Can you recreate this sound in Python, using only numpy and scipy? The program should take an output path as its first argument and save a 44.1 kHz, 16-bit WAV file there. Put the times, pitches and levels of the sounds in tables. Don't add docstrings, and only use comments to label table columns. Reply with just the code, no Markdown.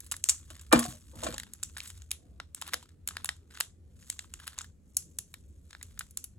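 import sys
import numpy as np
from scipy import signal
from scipy.fft import rfft, irfft, next_fast_len
from scipy.io import wavfile
from scipy.ndimage import uniform_filter1d

SR = 44100
rng = np.random.default_rng(int(sys.argv[2]) if len(sys.argv) > 2 else 0)


def dump(signal):
    limited = np.clip(np.atleast_2d(signal).T, -1, 1)
    pcm = np.round(limited * 32767).astype(np.int16)
    wavfile.write(sys.argv[1], SR, pcm)


N = 281622

# f/Hz, level/dB
RUMBLE_SPECTRUM = [(20, -37.5), (35, -12.5), (56, -5.5), (80, 6), (95, -4), (114, -14.5), (158, -11),
                   (300, -20), (500, -27.5), (750, -40), (1200, -43.5), (5000, -52), (8000, -48.5),
                   (12000, -54.5), (16500, -63)]
# t/s, level/dB
RUMBLE_SWELL = [(0, -52), (.4, -53), (1.102, -52.5), (2, -54.5), (3.001, -57), (3.202, -53.5),
                (3.601, -57.5), (4.4, -53.5), (4.998, -56.5), (5.35, -53), (6.39, -57)]
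# f/Hz, likeness
LIKENESS = [(60, 0.93), (240, 0.82), (950, 0.1), (3770, 0.23), (15000, 0.14)]
# f/Hz, t60/s
ROOM_DECAY = [(500, 0.15), (2000, 0.13), (8000, 0.25), (15000, 0.067)]
# t/s, relative level/dB, burst length/ms, touch pitch f/Hz
LOW_BLOWS = [(0.503, -55.5, 9.8, 500), (0.714, -26.5, 15, 1300), (0.7254, -19, 9, 1270),
             (0.729, -17.5, 5.3, 460), (0.735, -26.5, 37, 195), (.7500, -26, 10, 83), (.7560, -35, 13, 800),
             (0.763, -42, 17, 220), (.7850, -37.5, 39, 866), (0.845, -41, 8.8, 476),
             (0.871, -40.5, 19, 74.4), (0.881, -54, 90, 490), (1.127, -52.5, 100, 567),
             (1.148, -39, 225, 75), (1.226, -38.5, 12.4, 685), (1.241, -40.5, 33, 406),
             (1.264, -35, 3.6, 880), (1.279, -41, 14.5, 278), (1.329, -47, 12.4, 680),
             (2.181, -62.5, 220, 457), (2.737, -46.5, 2.35, 406)]
# f/Hz, level/dB, t60/s (limited to 0.02-0.3 in use)
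TABLE_MODES = [(78.6, -13.5, 0.33), (141, -16, .12), (237, 6, 0.31), (301, 0.5, 0.054), (498, 1.5, 0.061),
               (626, -0.5, 0.034), (713, 3.5, .1), (850, -3, 0.22), (833, -8.5, 0.031), (1092, 6.5, 0.045),
               (1238, -6.5, 0.082), (1252.5, -14.5, .06), (1370, -14.5, 0.025), (1530, -11, 0.18),
               (1790, -5.5, 0.044), (2360, -0.5, 0.12)]
# t/s, relative crease level/dB,
# pocket level re crease/dB, edge level re crease/dB, length/ms, pocket pitch f/Hz
SNAPS = [(0.0043, -42.5, -21, 2.5, 0.77, 1700), (0.045, -55, -21, 1, 4.9, 2000),
         (0.0637, -50, -12.5, 2.5, 6.3, 2000), (0.1139, -27, -18, -9, 5.8, 1400),
         (0.1196, -30.5, -7, 2, 3.4, 1150), (0.14, -56.5, 17, -12, 1.9, 1500),
         (0.165, -40.5, -16, 1, 1.7, 1520), (0.2403, -20.5, -31, -11, 0.37, 2270),
         (0.2877, -19.5, -18.5, -5.5, 2.7, 1490), (0.2942, -12, -23, -11.5, 6, 2370),
         (0.5026, -44, -4, -4, 15, 1370), (0.553, -50.5, -8, -12.5, 1.1, 1740),
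         (0.5941, -47.5, -8.5, -10, 2.6, 1490), (0.6122, -47, -16.5, -3, 5.2, 1700),
         (0.7258, -18, -0.5, -1.5, 9.6, 1250), (0.7598, -34, 2, -16, 19, 1500),
         (0.7923, -26.5, -24, 4.5, 4, 1500), (0.8397, -32.5, -9.5, -12, 6.7, 1700),
         (0.8505, -40, -7, -19, 7.4, 1700), (1.1565, -53.5, -10.5, -1, 3.48, 1020),
         (1.2343, -32.5, -6.5, -9, 7.8, 1200), (1.2432, -32, -13, -22, 5.8, 1700),
         (1.2663, -36, 0.5, -19, 23, 1400), (1.3249, -44, -4, -24, 2.2, 1140),
         (1.3414, -36, -8.5, -12, 2.8, 1040), (1.363, -58.5, 9, -9, 2.984, 1600),
         (1.3806, -35, -3.5, -1.5, 1.2, 1820), (1.3986, -37, -1.5, -5, 1.5, 1810),
         (1.433, -47.5, 4, -1.5, 1.2, 1820), (1.535, -39, -22.5, 0, 1.3, 2420),
         (1.6292, -32, -10.5, -6.5, 2.7, 1700), (1.6338, -27, -23, -8.5, 0.84, 2260),
         (1.644, -44.5, -20.5, -7.5, 5.7, 1700), (1.7669, -54.5, 17.5, 3, 3, 1750),
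         (1.7718, -40, -10.5, -7, 1.5, 1700), (1.781, -45, 2, 4, 4.1, 1700),
         (1.803, -43.5, 6, -8, 0.93, 2700), (1.8579, -49.5, 0, -6, 2.4, 1700),
         (1.8744, -40.5, -13, -3, 6.6, 2300), (1.9017, -43, -6, -3, 1.9, 1760),
         (1.975, -52, -12, -6, 2.6, 2500), (2.0191, -48, -12.5, -12, 1.6, 1700),
         (2.1075, -38.5, -15.5, -9.5, 1.4, 2600), (2.114, -29.5, -4, 3.5, 1.2, 2590),
         (2.4, -48.5, 13.5, -9, 1.3, 1300), (2.5468, -33, -22, -5.5, 1.04, 1410),
         (2.5769, -55.5, -2.5, -9, 3.4, 1030), (2.614, -37.5, -7.5, 2, 4.6, 1810),
         (2.6212, -37.5, 0, -12, 1.4, 1010), (2.6664, -50.5, -0.5, 0, 3, 2600),
         (2.677, -47, -1.5, 6.5, 1, 990), (2.6893, -50, -1, -8, 2.7, 1100), (2.727, -54, 5, -4, 3.4, 1030),
         (2.7344, -36, 10.5, 4.5, 1.3, 1860), (2.741, -29, -0.5, -2.5, 0.99, 1600),
         (2.8268, -52, -1.5, -7, 6.7, 1010), (2.89, -59.5, -3, -7, 3.08, 1700),
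         (3.075, -29, -14.5, 0, 1.3, 1680), (3.0868, -31.5, -9.5, -3.5, 1.8, 1500),
         (3.108, -56.5, 13, -18.5, 2.7, 1460), (3.149, -70, 10, -8, 1.9, 1300),
         (3.1679, -42, 10.5, 0, 0.92, 1700), (3.245, -34.5, -5.5, 6, 0.67, 1050),
         (3.2565, -33.5, -9.5, -4, 2.7, 1700), (3.2898, -31.5, 5.5, -5, 1.6, 1600),
         (3.365, -59.5, -13, -4, 2, 1700), (3.508, -59.5, 4.5, -7, 4, 1620),
         (3.551, -52.5, 2.5, -22, 2.5, 1860), (3.5726, -52.5, 10, -18, 1.8, 1500),
         (3.6024, -32.5, -3.5, 7.5, 1.1, 1050), (3.607, -25, -2, -10, 1.17, 1620),
         (4.0255, -59, 2.5, -10, 2.9, 1820), (4.0998, -26, -14.5, -6, 1.2, 2360),
         (4.1913, -34, -5.5, -15, 1.16, 1810), (4.2435, -67, 13, -12.5, 1.1, 1100),
         (4.338, -36, -11.5, -9.5, 1.05, 1770), (4.3997, -57, 10.5, 5, 2.9, 1600),
         (4.4342, -58, -2, -14, 2, 1500), (4.469, -43, -3.5, 1.5, 5.7, 1270), (4.477, -40, 2, 3, 1.6, 1500),
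         (4.502, -65, 6, -9, 3.3, 1600), (4.5787, -49.5, 0, -1, 3.8, 1000),
         (4.5865, -29.5, -15, -14.5, 1.5, 1700), (4.6088, -53, 11.5, 2, 1.9, 1400),
         (4.6148, -37, -22, -16.5, 2, 1710), (4.6433, -60, 12, 5, 2.75, 1600),
         (4.968, -20.5, -30, 1, 2.3, 1790), (5.1865, -29, -16.5, 0.5, 1.66, 1790),
         (5.3401, -45, 3, -0.5, 1.55, 1770), (5.707, -52, -2, -4, 2.2, 1770),
         (5.7293, -52, 5, -19.5, 2.3, 1600), (5.7493, -62, 20, -16, 0.84, 1550),
         (5.812, -61, 13.5, -16, 2.1, 1700), (5.828, -39, -14.5, -2.5, 1.6, 1670),
         (5.9757, -67.5, 16, -8.5, 2, 1600), (5.9919, -32, -15.5, 0, 1.4, 1600),
         (6.0077, -51.5, 16, -2.5, 3.6, 1500), (6.1085, -54.5, -30.5, 5.5, 2.7, 1700),
         (6.1722, -28.5, -21.5, -2.5, 1.3, 1710), (6.2407, -38, -18.5, 3.5, 2.8, 1520)]
# t/s, relative crackle level/dB, pocket level re crackle/dB
HANDLING = [(0, -66.5, -8), (.45, -70, -11), (.55, -62.5, -5.5), (0.698, -70.5, -10.5), (.75, -40.5, 3.5),
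            (.94, -52.5, -14), (.99, -64, -16.5), (1.12, -66.5, -10.5), (1.26, -49, -5), (1.479, -73, -4),
            (1.699, -69.5, -13.5), (1.83, -53, -8), (2.08, -77, -12), (2.52, -87, -4.5),
            (2.681, -58.5, 1.5), (2.97, -91.5, -3), (3.201, -68, 1), (3.451, -87, -3.5), (3.56, -57, -3.5),
            (3.78, -99, -4.5), (4.061, -61.5, -14.5), (4.28, -73, -8), (4.47, -60.5, -3), (4.64, -77.5, 2),
            (4.79, -92, -25.5), (4.95, -68.5, -20), (5.62, -78.5, -17), (5.73, -70, -6.5),
            (6.0, -71.5, -11), (6.39, -87.5, -14)]
# f/Hz, width/Hz, level/dB
CREASE_MODES = [(6500, 1500, -5), (7444, 2100, 4.5), (7440, 1300, 2.5)]
# f/pocket pitch, width/pocket pitch, level/dB
POCKET_MODES = [(1, 0.5, 3), (0.62, 0.46, -14.5)]
# f/Hz, width/Hz, level/dB
SHEET_MODES = [(3070, 890, 0.75), (3610, 900, 3.5), (4910, 460, 1.5)]
# f/Hz, width/Hz, level/dB
EDGE_MODES = [(10465, 1000, 6.5), (11350, 1400, -4), (14520, 3000, -9.5)]
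# f/Hz, lead/rad
LEFT_LEAD = [(0, -3), (1890, 1.09), (2760, 1.5), (3880, 1.49), (5080, 2), (5940, 1.29), (6460, -0.15),
             (8350, 1.23), (9730, -6.5), (10200, -4.5), (12500, -7), (14600, -12.5), (15000, -9.5),
             (16500, 8.5)]
# f/Hz, left minus right/dB
BALANCE = [(60, -3.5), (240, -2), (950, 0), (3770, 1.5), (15000, -0.5)]

RUMBLE_RMS_DB, PATCH_DB, DEEP_HZ = -54.5, 2.3, 130
FRAME, HOP = 4096, 1024
SNAP_DETUNE, FOLD_DETUNE = 0.025, 0.1
WIDTH_FACTORS = np.array([1, 1.7])[:, None, None]
SHEET_SHARE, SHEET_DB = 0.62, 1.5
SETTLE_DB, SETTLE_DB_PER_S = -33.5, -250
PUFF_HZ = 2490
SMALL_HZ = 690
CRACKLES = 3200
PACKET_ROOM_DB, TABLE_ROOM_DB = -15.5, -9.0
BAND_EDGE_HZ = 16850


def gain_of(db):
    return 10 ** (np.asarray(db) / 20)


def evened(x):
    return x / np.sqrt(np.mean(x ** 2) + 1e-20)


def read(points, hz):
    f, value = np.transpose(points)
    return np.interp(np.log(hz + 1), np.log(f + 1), value)


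def add(mix, start_s, sound):
    part = mix[..., round(start_s * SR):][..., :sound.shape[-1]]
    part += sound[..., :part.shape[-1]]


def puffs(length_ms, rise_ms, size, steep):
    t_ms = np.arange(size) / SR * 1000
    rise = 1 - np.exp(-t_ms / rise_ms)
    fall = gain_of(-10 * (t_ms / np.asarray(length_ms)[:, None]) ** steep)
    return rise * fall * rng.standard_normal((len(length_ms), size))


def rumble():
    frames, hz = N // HOP + 5, np.fft.rfftfreq(FRAME, 1 / SR)
    a, b, c, d, patches = rng.standard_normal((frames, FRAME // 2 + 1, 5)).T
    patches = uniform_filter1d(patches, 12, 0)
    patches = evened(uniform_filter1d(patches, 6, 1))

    same = np.clip(read(LIKENESS, hz), -1, 1)[:, None]
    left = a + 1j * b
    right = same * left + np.sqrt(1 - same ** 2) * (c + 1j * d)

    swell_db = np.interp(np.arange(frames) * HOP / SR, *np.transpose(RUMBLE_SWELL))
    deep = 1 / (1 + (hz[:, None] / DEEP_HZ) ** 4)
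    level_db = read(RUMBLE_SPECTRUM, hz)[:, None] + PATCH_DB * patches
    level_db = level_db + deep * (swell_db - swell_db.mean())
    spectrum = np.array([left, right]) * gain_of(level_db)
    noise = signal.istft(spectrum, nperseg=FRAME, noverlap=FRAME - HOP)[1][:, :N]
    return gain_of(RUMBLE_RMS_DB) * evened(noise)


def room(x):
    size = SR // 2
    taps = np.zeros((2, size))
    at = np.arange(200, size - 10, 10)
    at = at + rng.integers(0, 10, (2, len(at)))
    np.put_along_axis(taps, at, rng.choice([-1., 1.], at.shape), 1)
    taps *= 1 - np.exp(-np.arange(size) / SR / 0.0064)

    hz, t, z = signal.stft(taps, SR, nperseg=256)
    same = np.clip(read(LIKENESS, hz), 0, 1)[:, None]
    z[1] = same * z[0] + np.sqrt(1 - same ** 2) * z[1]
    decay = gain_of(-60 * t / read(ROOM_DECAY, hz)[:, None])
    tail = signal.istft(z * decay, SR, nperseg=256)[1]
    return signal.fftconvolve(x, tail / np.linalg.norm(tail[0]), axes=1)[:, :N]


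def table():
    start_s, blow_db, burst_ms, touch_hz = np.transpose(LOW_BLOWS)
    mode_hz, mode_db, t60_s = np.transpose(TABLE_MODES)
    size = 16384
    hz, out = np.fft.rfftfreq(size, 1 / SR), np.zeros((2, N))
    chance = rng.standard_normal((len(start_s), 3, len(TABLE_MODES)))
    unlike = 1 / (1 + (500 / mode_hz) ** 4)
    delay_s = np.array([[.002], [0]]) * (mode_hz > 400)
    delay = np.exp(-2j * np.pi * hz[:, None] * delay_s[:, None])
    time_s = np.clip(t60_s, .02, .3) / np.log(1000)

    for k, puff in enumerate(puffs(burst_ms, 1.2, size=size, steep=9.0)):
        x = 1j * hz / touch_hz[k]
        force = rfft(puff) * (x / (1 + x) ** 2) ** 4
        f = mode_hz * (1 + 0.0078 * chance[k, 0])
        modes = 1 / (1 + 2j * np.pi * (hz[:, None] - f) * time_s)
        weights = gain_of(mode_db) * (1 - unlike + (0.17 + .45 * unlike) * chance[k, 1:])
        paths = weights[:, None] * delay
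        sound = irfft(force * (paths * modes).sum(2))
        sound /= np.linalg.norm(sound, axis=1)[:, None]
        add(out, start_s[k], sound * gain_of(blow_db[k] + 10 * np.log10(SR / 40)))
    return out


def crackle():
    at, size, shade, tune = rng.random((CRACKLES, 4)).T
    t_s, level_db, pocket_db = np.transpose(HANDLING)
    snap_s, snap_db = np.transpose(SNAPS)[:2]
    at_s = at * (N / SR)
    since_s = at_s[:, None] - snap_s
    settling = (since_s > 0) * gain_of(snap_db + SETTLE_DB + SETTLE_DB_PER_S * abs(since_s))
    busy_db = 20 * np.log10(gain_of(np.interp(at_s, t_s, level_db)) + settling.max(1))

    fold_pocket_db = np.interp(at_s, t_s, pocket_db) + 22.0 * (shade - .5)
    crease_db = busy_db - 5.0 - 2.44 * np.log(1 - .997 * size)
    edge_db, length_ms = np.full(CRACKLES, -4.0), np.full(CRACKLES, 2.5)
    pocket_hz = 1100 + 900 * tune
    folds = np.transpose([at_s, crease_db, fold_pocket_db, edge_db, length_ms, pocket_hz])
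    return snaps(folds, FOLD_DETUNE, size=256)


def snaps(rows, detune, size):
    start_s, crease_db, pocket_db, edge_db, length_ms, pocket_hz = np.transpose(rows)
    sheet_db = SHEET_SHARE * pocket_db + SHEET_DB
    puff = puffs(length_ms, 0.7, size=size, steep=0.83)
    hz = np.fft.rfftfreq(size, 1 / SR)
    puff = rfft(puff / np.linalg.norm(puff, axis=1)[:, None]) * 1j * hz / (PUFF_HZ + 1j * hz)
    jolt = np.exp(-2j * np.pi * hz * .0006)
    radiation = (1j * hz / (SMALL_HZ + 1j * hz)) ** 2
    force = np.array([puff + 0.66 * jolt, 0.1 * puff + jolt]) * radiation

    hz = hz * (1 + detune * rng.standard_normal((len(start_s), 1)))
    parts = [(CREASE_MODES, 0 * start_s, 1), (POCKET_MODES, pocket_db, pocket_hz[:, None]),
             (SHEET_MODES, sheet_db, 1), (EDGE_MODES, edge_db, 1)]
    sound = 0
    for modes, part_db, unit_hz in parts:
        ring = sum(gain_of(g) / (1 + 2j * (hz / unit_hz - f) / (w * WIDTH_FACTORS)) ** 2
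                   for f, w, g in modes)
        part = irfft(force * ring)
        part /= np.linalg.norm(part, axis=2)[..., None]
        sound = sound + part * gain_of(crease_db + part_db + 21.0)[:, None]

    mix = np.zeros((2, N))
    for k, at_s in enumerate(start_s):
        add(mix, at_s, sound[:, k])
    return mix


def pair(x):
    size = next_fast_len(N)
    hz = np.fft.rfftfreq(size, 1 / SR)
    half = gain_of(read(BALANCE, hz) / 2) * np.exp(.5j * read(LEFT_LEAD, hz))
    return irfft(rfft(x, size) * np.array([half, 1 / half]), size)[:, :N]


def scene():
    near, far = snaps(SNAPS, SNAP_DETUNE, size=1024) + crackle()
    blows = table()
    packet = pair(near + gain_of(PACKET_ROOM_DB) * room(far[None]))
    blows_in_room = blows + gain_of(TABLE_ROOM_DB) * room(blows)
    return packet + blows_in_room + rumble()


def record(dry):
    taps = signal.firwin(511, BAND_EDGE_HZ, window=("kaiser", 9), fs=SR)
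    return signal.oaconvolve(dry, taps[None], "same")


dry = scene()
out = record(dry)
dump(out)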